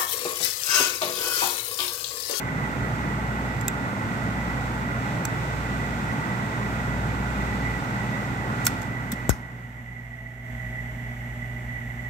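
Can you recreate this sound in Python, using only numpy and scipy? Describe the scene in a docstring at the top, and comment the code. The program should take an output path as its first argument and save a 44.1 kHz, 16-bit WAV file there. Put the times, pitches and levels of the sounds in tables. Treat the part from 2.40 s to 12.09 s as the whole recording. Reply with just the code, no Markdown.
"""Blower and compressor in a vehicle

A ventilation blower rushes: turbulent noise shaped by ducts and vents. It is turned down and slows.
A mains-driven compressor hums, its shaft beating slowly with a second hum, while its valve whines as
noise in narrow resonances. Switches click by ringing plastic housing modes under a short rattle.
A finger knocks the phone, a pressure spike and a falling boom, and its gain ducks for about a second."""
import sys
import numpy as np
from scipy import signal
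from scipy.fft import rfft, irfft, next_fast_len
from scipy.io import wavfile
from scipy.ndimage import uniform_filter1d

SR = 44100
rng = np.random.default_rng(int(sys.argv[2]) if len(sys.argv) > 2 else 0)


def dump(signal):
    """Clip the signal to [-1, 1] and save it as 16-bit WAV at the path in sys.argv[1]."""
    limited = np.clip(np.atleast_2d(signal).T, -1, 1)
    pcm = np.round(limited * 32767).astype(np.int16)
    wavfile.write(sys.argv[1], SR, pcm)


N = 427329
T = np.arange(N) / SR
SIZE = next_fast_len(N)
HZ = np.maximum(np.arange(SIZE // 2 + 1) * SR / SIZE, 1.)
SIDE = np.array([[1], [-1]])  # left, right
SHAFT_HZ = 58.15


def undb(db):
    """Decibel law: amplitude gain of a dB value."""
    return 10 ** (np.asarray(db) / 20)


def level(x, db):
    """Root mean square: scale both ports so that their mean has this rms in dB."""
    return x * undb(db) / np.sqrt(np.mean(x.mean(0) ** 2))


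def shape(table, hz=HZ):
    """Logarithmic frequency scale: interpolate a (Hz, value) table on it."""
    table_hz, values = np.transpose(table)
    return np.interp(np.log(hz), np.log(table_hz), values)


def colour(table):
    """Spectral envelope: gain at each frequency from a (Hz, dB) table."""
    return undb(shape(table))


def resonances(modes, order):
    """Resonance: gain of several (Hz, width Hz, dB) peaks whose powers add; a higher order is narrower."""
    power = 0
    for hz, width, db in modes:
        detuning = (HZ ** 2 - hz ** 2) / (HZ * width)
        power = power + undb(db) ** 2 / (1 + detuning ** 2) ** order
    return np.sqrt(power)


def walk(rate):
    """Slow random fluctuation: levels held 1 / rate seconds and slewed twice, with a spread near 1."""
    k = int(SR / rate)
    held = np.repeat(rng.standard_normal(N // k + 1), k)
    return 1.43 * uniform_filter1d(uniform_filter1d(held, k), k)[:N]


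def settle(start_s, time_s):
    """Exponential relaxation: share 0-1 of a change that begins at start_s."""
    return 1 - np.exp(-np.maximum(T - start_s, 0) / time_s)


def tone(hz, db):
    """Phase accumulation: a sine on a steady or moving pitch, rms level in dB."""
    turns = np.cumsum(hz + 0 * T) / SR + rng.random()
    return np.sqrt(2) * undb(db) * np.sin(2 * np.pi * turns)


# share of noise power common to both ports: frequency_hz, likeness (0-1)
PORT_LIKENESS = [(60, 1), (250, 0.93), (330, 0.81), (400, 1), (750, 0.76), (980, 0.65), (1150, 0.68),
                 (1600, 0.48), (2000, 0.59), (3000, 0.19), (6000, 0.15), (16000, 0.05)]
# level difference of the ports: frequency_hz, left_minus_right_db
PORT_BALANCE = [(60, 4), (130, -3.5), (190, 1), (290, -3.5), (450, 5), (630, 2), (800, -3.5), (1300, -4.5),
                (2000, -6.5), (2700, -0.5), (4000, 3), (7000, -2), (9000, 6.5), (14000, 0.5)]
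# phase difference of the ports: frequency_hz, left_lead_rad
PORT_LEAD = [(60, -0.5), (250, 0.44), (420, 1), (680, 0), (830, 0.33), (1000, 2), (1300, 3), (1500, 4.5),
             (1940, 4.5), (2400, 5.5), (3300, 9), (6000, 18.5), (16000, 40)]


def ports(gain, drive=1):
    """Partial coherence: two ports pick up shared noise with a phase lead, plus noise of their own."""
    likeness = np.clip(shape(PORT_LIKENESS), 0, 1)
    pickup = undb(SIDE * shape(PORT_BALANCE) / 2)
    shared = np.sqrt(likeness) * pickup * np.exp(.5j * shape(PORT_LEAD) * SIDE)
    own = np.sqrt(1 - likeness) * pickup
    # gain that the mean of both ports keeps, divided out below
    centre = np.sqrt(np.abs(shared.mean(0)) ** 2 + (own ** 2).sum(0) / 4)
    noise = rfft(drive * rng.standard_normal((3, N)), SIZE)
    return irfft((noise[0] * shared + noise[1:] * own) * gain / centre, SIZE)[:, :N]


# steps that turn the blower down: start_s, flow_change_db, time_constant_s
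TURN_DOWNS = [(6.3, -8.5, 0.35), (6.9, -9, 0.65), (7.2, -12, 0.79)]
# spectrum of air in the ducts: frequency_hz, relative_level_db (per Hz)
DUCT_SPECTRUM = [(39, -20), (66, -9), (85, -10), (106, -1.5), (124, -0.5), (198, -3), (317, -11.5),
                 (469, -14), (864, -14), (1160, -19), (1450, -16), (1640, -22.5), (1980, -17.5),
                 (2180, -24), (2800, -41), (3640, -59), (6160, -120)]
# duct resonances: frequency_hz, width_hz, level_db (over the broad rush)
DUCT_MODES = [(101.8, 13, 1.5), (146.6, 13.5, 0.5), (202.7, 16, 2.5), (258, 17, -1), (278, 37, 1.5),
              (855, 107, 1), (1422, 44, 3.5), (1532, 55, 5.5)]
# spectrum of jets at the vents: frequency_hz, relative_level_db (per Hz)
VENT_SPECTRUM = [(1410, -35), (2400, -0.5), (3100, -11.5), (3500, -9.5), (4720, -16), (8020, -16),
                 (9880, -28.5), (12800, -24.5), (14500, -30.5), (16400, -30)]


def blower():
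    """Flow noise: turbulence fills ducts and vents; jets die faster than the rumble as the flow falls."""
    flow_db = sum(db * settle(s, time_s) for s, db, time_s in TURN_DOWNS)
    duct_gain = colour(DUCT_SPECTRUM) * np.sqrt(1 + resonances(DUCT_MODES, order=2) ** 2)
    ducts = level(ports(duct_gain), -30)
    jets = level(ports(colour(VENT_SPECTRUM)), -47.5) * undb(1.04 * walk(6.5))
    return ducts * undb(flow_db + 0.34 * walk(4.29)) + jets * undb(1.25 * flow_db)


# partials of the slowing rotor: multiple, relative_level_db
ROTOR_ORDERS = [(1, 4), (2, -8), (3, -8)]


def rotor():
    """Forced vibration: a slowing rotor shakes its mount most near resonance; a thin whine sinks."""
    start_s, start_hz, end_hz, settle_s, rotor_db = 7.3, 53.5, 47.1, 1.8, -50
    mount_hz, mount_width_hz = 51, 3
    shaft_hz = start_hz + (end_hz - start_hz) * settle(start_s, settle_s)
    mount_db = -10 * np.log10(1 + (2 * (shaft_hz - mount_hz) / mount_width_hz) ** 2)
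    shake = 0
    for k, db in ROTOR_ORDERS:
        resonance_db = mount_db * (k == 1)  # only the fundamental meets the mount's resonance
        shake = shake + tone(k * shaft_hz, rotor_db + db + resonance_db)
    shake = shake * settle(start_s, 0.13)

    whine_s, whine_start_hz, whine_end_hz, whine_settle_s = 7.6, 686, 604, .72
    whine_hz = whine_start_hz + (whine_end_hz - whine_start_hz) * settle(whine_s, whine_settle_s)
    whine_db = -51.5 - 3.5 * np.maximum(T - whine_s, 0)  # fades 3.5 dB a second
    whine = tone(whine_hz + 0.52 * walk(11), whine_db + 0.62 * walk(8))
    return shake + settle(whine_s, 0.04) * whine


# second hum, interpolated between rows: time_s, hz_above_shaft, level_db
SECOND_HUM = [(0, 0.21, -41), (1.3, 0.77, -39.5), (3.5, 0.94, -39), (4.3, 0.51, -38), (5.35, 0.62, -32.5)]


def shafts():
    """Beats: the compressor shaft hums beside a slightly faster second hum, which then dies."""
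    shaft_db, lead_turns, dies_s = -41.5, -0.36, 0.074
    s, faster_hz, second_db = np.transpose(SECOND_HUM)
    turns = SHAFT_HZ * T + rng.random()
    lead = lead_turns + np.cumsum(np.interp(T, s, faster_hz)) / SR
    second_gain = undb(np.interp(T, s, second_db)) * (1 - settle(s[-1], dies_s))
    shaft = undb(shaft_db) * np.sin(2 * np.pi * turns)
    second = second_gain * np.sin(2 * np.pi * (turns + lead))
    return np.sqrt(2) * (shaft + second)


# steady tones of mains and motor: frequency_hz, level_db
MAINS_AND_MOTOR = [(120, -36.5), (178.3, -55.5), (233, -50), (240, -48), (725, -67), (753.7, -61.5),
                   (790, -62), (1513, -62.5), (2908, -67.5), (7154, -82), (7506, -77)]


def steady_tones():
    """Line spectrum: sines of mains and motor waver slightly, each with its balance at the ports."""
    hum = 0
    for hz, db in MAINS_AND_MOTOR:
        balance = undb(.5 * SIDE * shape(PORT_BALANCE, hz))
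        hum = hum + tone(hz, db + 0.2 * walk(7.8)) * balance
    return hum


# valve whine resonances: frequency_hz, width_hz, relative_level_db
VALVE_MODES = [(1860, 17, -14.5), (1939, 24, 0.5), (1954, 22, 2), (1994, 18, 3.5), (2126, 56, -10)]
# low throb of the pump head: frequency_hz, width_hz, relative_level_db
HEAD_MODES = [(650, 150, 0), (849, 81, -.6)]


def gas_pulses():
    """Modulated noise in resonators: gas puffs twice a turn and excites the valve and pump head."""
    turn = 2 * np.pi * SHAFT_HZ * T
    puff = 1 + 0.16 * np.cos(turn) + .5 * np.cos(2 * turn)
    flutter = undb(1.2 * walk(9.1) + 2.3 * walk(30))
    whine = level(ports(resonances(VALVE_MODES, order=2), puff * flutter), -43)
    head = level(ports(resonances(HEAD_MODES, order=2), puff), -55.5)
    return whine + head


# spectrum of the compressor casing: frequency_hz, relative_level_db (per Hz)
CASING_SPECTRUM = [(39, -29), (66, -9), (84, -15), (100, -13.5), (124, -8.5), (169, -12), (246, -13.5),
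                   (317, -24), (376, -21), (484, -27.5), (621, -22.5), (1150, -30.5), (1640, -27),
                   (1980, -15), (2320, -30.5), (2800, -54), (3640, -68), (6160, -120)]


def casing():
    """Structural radiation: the compressor casing rumbles as steady coloured noise."""
    return level(ports(colour(CASING_SPECTRUM)), -42.5)


# plastic housing modes: frequency_hz, relative_level_db, t60_s (of the mode alone)
HOUSING_MODES = [(1420, -3.5, 0.018), (2530, -7, 0.015), (3400, -7, 0.018), (3770, -6.5, 0.015),
                 (4320, -10, 0.0065), (5416, -3, .008), (6130, -6, 0.0088), (6390, -2, 0.011),
                 (6870, 1, 0.0092), (7364, 2.5, 0.011), (7680, -0.5, 0.0063), (8000, -4, .01),
                 (8650, -7, .008), (10400, -10, .006), (11450, -6, 0.005), (11910, -5.5, 0.0053),
                 (12520, -2, 0.0038), (13640, -8, .006), (14400, -4, .006), (15550, -6, 0.005)]
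# spectrum of the rattle: frequency_hz, relative_level_db (per Hz)
RATTLE_SPECTRUM = [(530, -39.5), (900, -12), (1430, -3), (2960, -15.5), (4750, -13.5), (5430, -7),
                   (6840, -13), (7540, -29), (8310, -12), (9850, -15), (11700, -11), (15600, -20),
                   (16400, -25)]


def snap(t60, tilt_db, rattle_db, favoured_hz):
    """Modal synthesis: a snap rings the housing modes, some more than others, under noise rattle."""
    t = np.arange(8192) / SR
    hz = np.maximum(np.arange(4097) * SR / 8192, 1.)
    mode_hz, mode_db, mode_t60 = np.transpose(HOUSING_MODES)[:, :, None]
    chance, start = rng.standard_normal((3, 8192)), rng.random((2, len(HOUSING_MODES), 1))
    t60 = max(t60, .003)
    rise = (1 - np.exp(-t / .001)) ** 2

    def tilt(f):
        """Spectral slope: dB per octave about 7 kHz."""
        return tilt_db * np.log2(np.clip(f, 800, 16000) / 7000)

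    def favour(f):
        """Selective excitation: a 13 dB bump, .07 octave in half-width, at each favoured pitch."""
        return sum(13 * np.exp(-(np.log2(f / g) / .07) ** 2) for g in favoured_hz)

    # the right port hears each mode a little shifted
    shifted = start[0] + 0.23 * np.sign(start[1] - .5)
    turns = mode_hz * t + np.array([start[0], shifted])
    decay_db = -60 * t / (min(t60, .008) + mode_t60)
    mode_gain = undb(mode_db + tilt(mode_hz) + favour(mode_hz) + decay_db)
    ring = rise * np.sum(mode_gain * np.sin(2 * np.pi * turns), axis=1)

    rattle = (chance[0] + 1.7 * chance[1:]) * rise * undb(-60 * t / t60)
    rattle = irfft(rfft(rattle) * undb(shape(RATTLE_SPECTRUM, hz) + tilt(hz) + 0.5 * favour(hz)))
    return (ring / peak(ring) + undb(rattle_db) * rattle / peak(rattle))[:, :7168]


def peak(x):
    """Short-time energy: the highest rms in any 2 ms, over both ports."""
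    return np.sqrt(np.max(uniform_filter1d(np.mean(x ** 2, axis=0), size=88)))


def cabin_tail(x):
    """Reverberation: the cabin answers with decaying noise whose top is swallowed by soft trim."""
    t60_s, tail_db, top_hz = 0.27, -24, 8980
    t = np.arange(SR // 4) / SR
    cabin = rng.standard_normal((2, len(t))) * undb(-60 * t / t60_s) * (t > .003)
    cabin = signal.lfilter(*signal.butter(1, top_hz, fs=SR), cabin)
    return signal.fftconvolve(x, undb(tail_db) * cabin / np.sqrt(np.sum(cabin[0] ** 2)), axes=1)


# switch and latch clicks: start_s, peak_db (2 ms rms, before the common cut of 7.8 dB),
# left_minus_right_db, t60_s (at least .003 is used), brightness_db_per_octave,
# rattle_over_ring_db, then four favoured pitch_hz
SWITCH_CLICKS = [(1.2105, -25, -4, .012, -1, 0, 7680, 12520, 6390, 7364),
                 (1.2807, -9.5, -5, 0.0044, 5.5, -9, 7680, 12900, 3640, 2530),
                 (1.2825, -23, -6, .008, -4, -4, 6870, 14400, 13300, 2500),
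                 (2.8516, -14.5, -5, 0.01, 1.5, 2, 6130, 7680, 2610, 4320),
                 (6.2455, -29, 0, .008, 0, -3, 7680, 11450, 6390, 3770),
                 (6.2494, -22, 4.5, 0.008, 2, -3, 7680, 6390, 14400, 12520),
                 (6.254, -15.5, -2, 0.006, 4, 1, 11450, 8000, 7364, 4320),
                 (6.2575, -24, 2, .012, 5, 0, 6130, 1420, 14400, 4320),
                 (6.2657, -4, -2, 0.014, 3, -1.5, 5416, 7680, 15550, 11450),
                 (6.2675, -9, 1, 0.02, -1.5, 2, 1420, 4320, 2640, 12520),
                 (6.273, -20, 3, 0.045, 1, 16, 1420, 4320, 6390, 8650),
                 (6.4173, -28.5, 1, .02, -3, 2, 7680, 11910, 6870, 4320),
                 (6.428, -31, -1, .02, -4, 4, 8000, 6390, 11910, 4320),
                 (6.7155, -33, 9, .02, -3, 3, 7364, 3500, 11450, 4320),
                 (6.7178, -19, 2, 0.018, 2.5, -1, 3850, 8000, 11910, 15200),
                 (6.7218, -24.5, 0, .03, -2.5, 3, 4320, 3400, 8000, 13640),
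                 (6.733, -31, 0, .04, -4, 8, 3300, 7364, 8650, 14400),
                 (6.8922, -11.5, -1, 0.049, 2, -5, 8200, 13640, 7600, 6600),
                 (6.9, -17.5, -4, 0.066, -4.5, 3, 1510, 6390, 2600, 5416),
                 (6.904, -24, 5, 0.058, -1, 8, 6600, 8650, 14400, 11910),
                 (6.925, -32, 2, 0.29, -4, 15, 7364, 6390, 8300, 14400)]


def clicks():
    """Impulse response: each switch snap is placed in time and side, followed by the cabin's tail."""
    out = np.zeros((2, N + SR))
    for s, db, pan_db, t60, tilt_db, rattle_db, *favoured_hz in SWITCH_CLICKS:
        click = snap(t60, tilt_db, rattle_db, favoured_hz)
        click *= undb(db) / peak(click) / np.sqrt(6)  # the common cut of 7.8 dB
        i = int(s * SR)
        out[:, i:i + 7168] += click * undb(SIDE * pan_db / 2)
    return out[:, :N] + cabin_tail(out)[:, :N]


# knocks on the phone: start_s, spike_db, spike_s, boom_db, boom_start_hz, boom_end_hz, boom_t60_s,
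# right_port_db (relative to the left)
PHONE_KNOCKS = [(6.729, -28, .0008, -18, 240., 170., .06, -1),
                (6.8941, -.5, .0003, -6, 122., 50., .13, -22)]


def knocks():
    """Impact: a pressure spike at the port, then the phone's body swings with a falling pitch."""
    out, fall_s = 0, .009
    for s, spike_db, spike_s, boom_db, start_hz, end_hz, t60, right_db in PHONE_KNOCKS:
        t = np.maximum(T - s, 0)
        spike = -undb(spike_db) * t / spike_s * np.exp(1 - t / spike_s)
        turns = end_hz * t + (start_hz - end_hz) * fall_s * (1 - np.exp(-t / fall_s))
        boom = undb(boom_db - 60 * t / t60) * np.sin(2 * np.pi * turns)
        out = out + (spike + boom) * undb([[0], [right_db]])
    return out


# spectrum of the hiss, which also colours the buzz: frequency_hz, relative_level_db (per Hz)
HISS_SPECTRUM = [(1290, -36), (2200, 0), (2310, -7.5), (2780, -12), (3000, -15), (3270, -14), (3550, -18),
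                 (3860, -26.5), (4610, -27.5), (7380, -22), (9900, -33.5), (12900, -22.5), (14500, -29),
                 (16400, -31)]


def buzz():
    """Fourier series: what repeats on every shaft turn is a faint comb of high multiples."""
    buzz_db, scatter_db = -61, 3
    hz = SHAFT_HZ * np.arange(48, 220)
    chance = rng.standard_normal((len(hz), 2)).T
    strength = undb(shape(HISS_SPECTRUM, hz) + scatter_db * chance[0])
    lines = strength * np.exp(2j * np.pi * chance[1])
    comb = np.zeros((2, len(HZ)), complex)
    bins = np.round(hz * SIZE / SR).astype(int)
    comb[:, bins] = lines * np.exp(.5j * SIDE * shape(PORT_LEAD, hz))
    x = irfft(comb, SIZE)[:, :N]
    return x * undb(buzz_db) / np.sqrt(np.mean(x ** 2))


def hiss():
    """Stationary noise: a faint steady hiss with a fixed spectrum."""
    return level(ports(colour(HISS_SPECTRUM)), -53)


def scene():
    """Superposition: all sources add at the two ports."""
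    compressor = shafts() + steady_tones() + gas_pulses() + casing() + buzz()
    return blower() + rotor() + compressor + clicks() + knocks() + hiss()


def record(dry):
    """Gain control: a loud low thump lowers the gain, which holds, then glides back; band limits follow."""
    duck_db, glide_s, hold_s, loud_db = -5.5, .055, 1.1, -16.5
    bass = uniform_filter1d(dry, size=45)  # 1 ms mean
    power = uniform_filter1d(np.max(bass ** 2, axis=0), size=661, origin=330)  # over the last 15 ms
    loud = np.flatnonzero(power > undb(loud_db) ** 2)
    target_db = np.zeros(N)
    for i in loud[::32]:
        target_db[i:i + int(hold_s * SR)] = duck_db
    keep = np.exp(-1 / (glide_s * SR))
    gain = undb(signal.lfilter([1 - keep], [1, -keep], target_db))
    bass_cut = signal.butter(2, 42, "high", fs=SR, output="sos")
    top_cut = signal.ellip(11, .2, 60, 15700, fs=SR, output="sos")
    return signal.sosfilt(top_cut, signal.sosfilt(bass_cut, dry * gain))


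dry = scene()
out = record(dry)
dump(out)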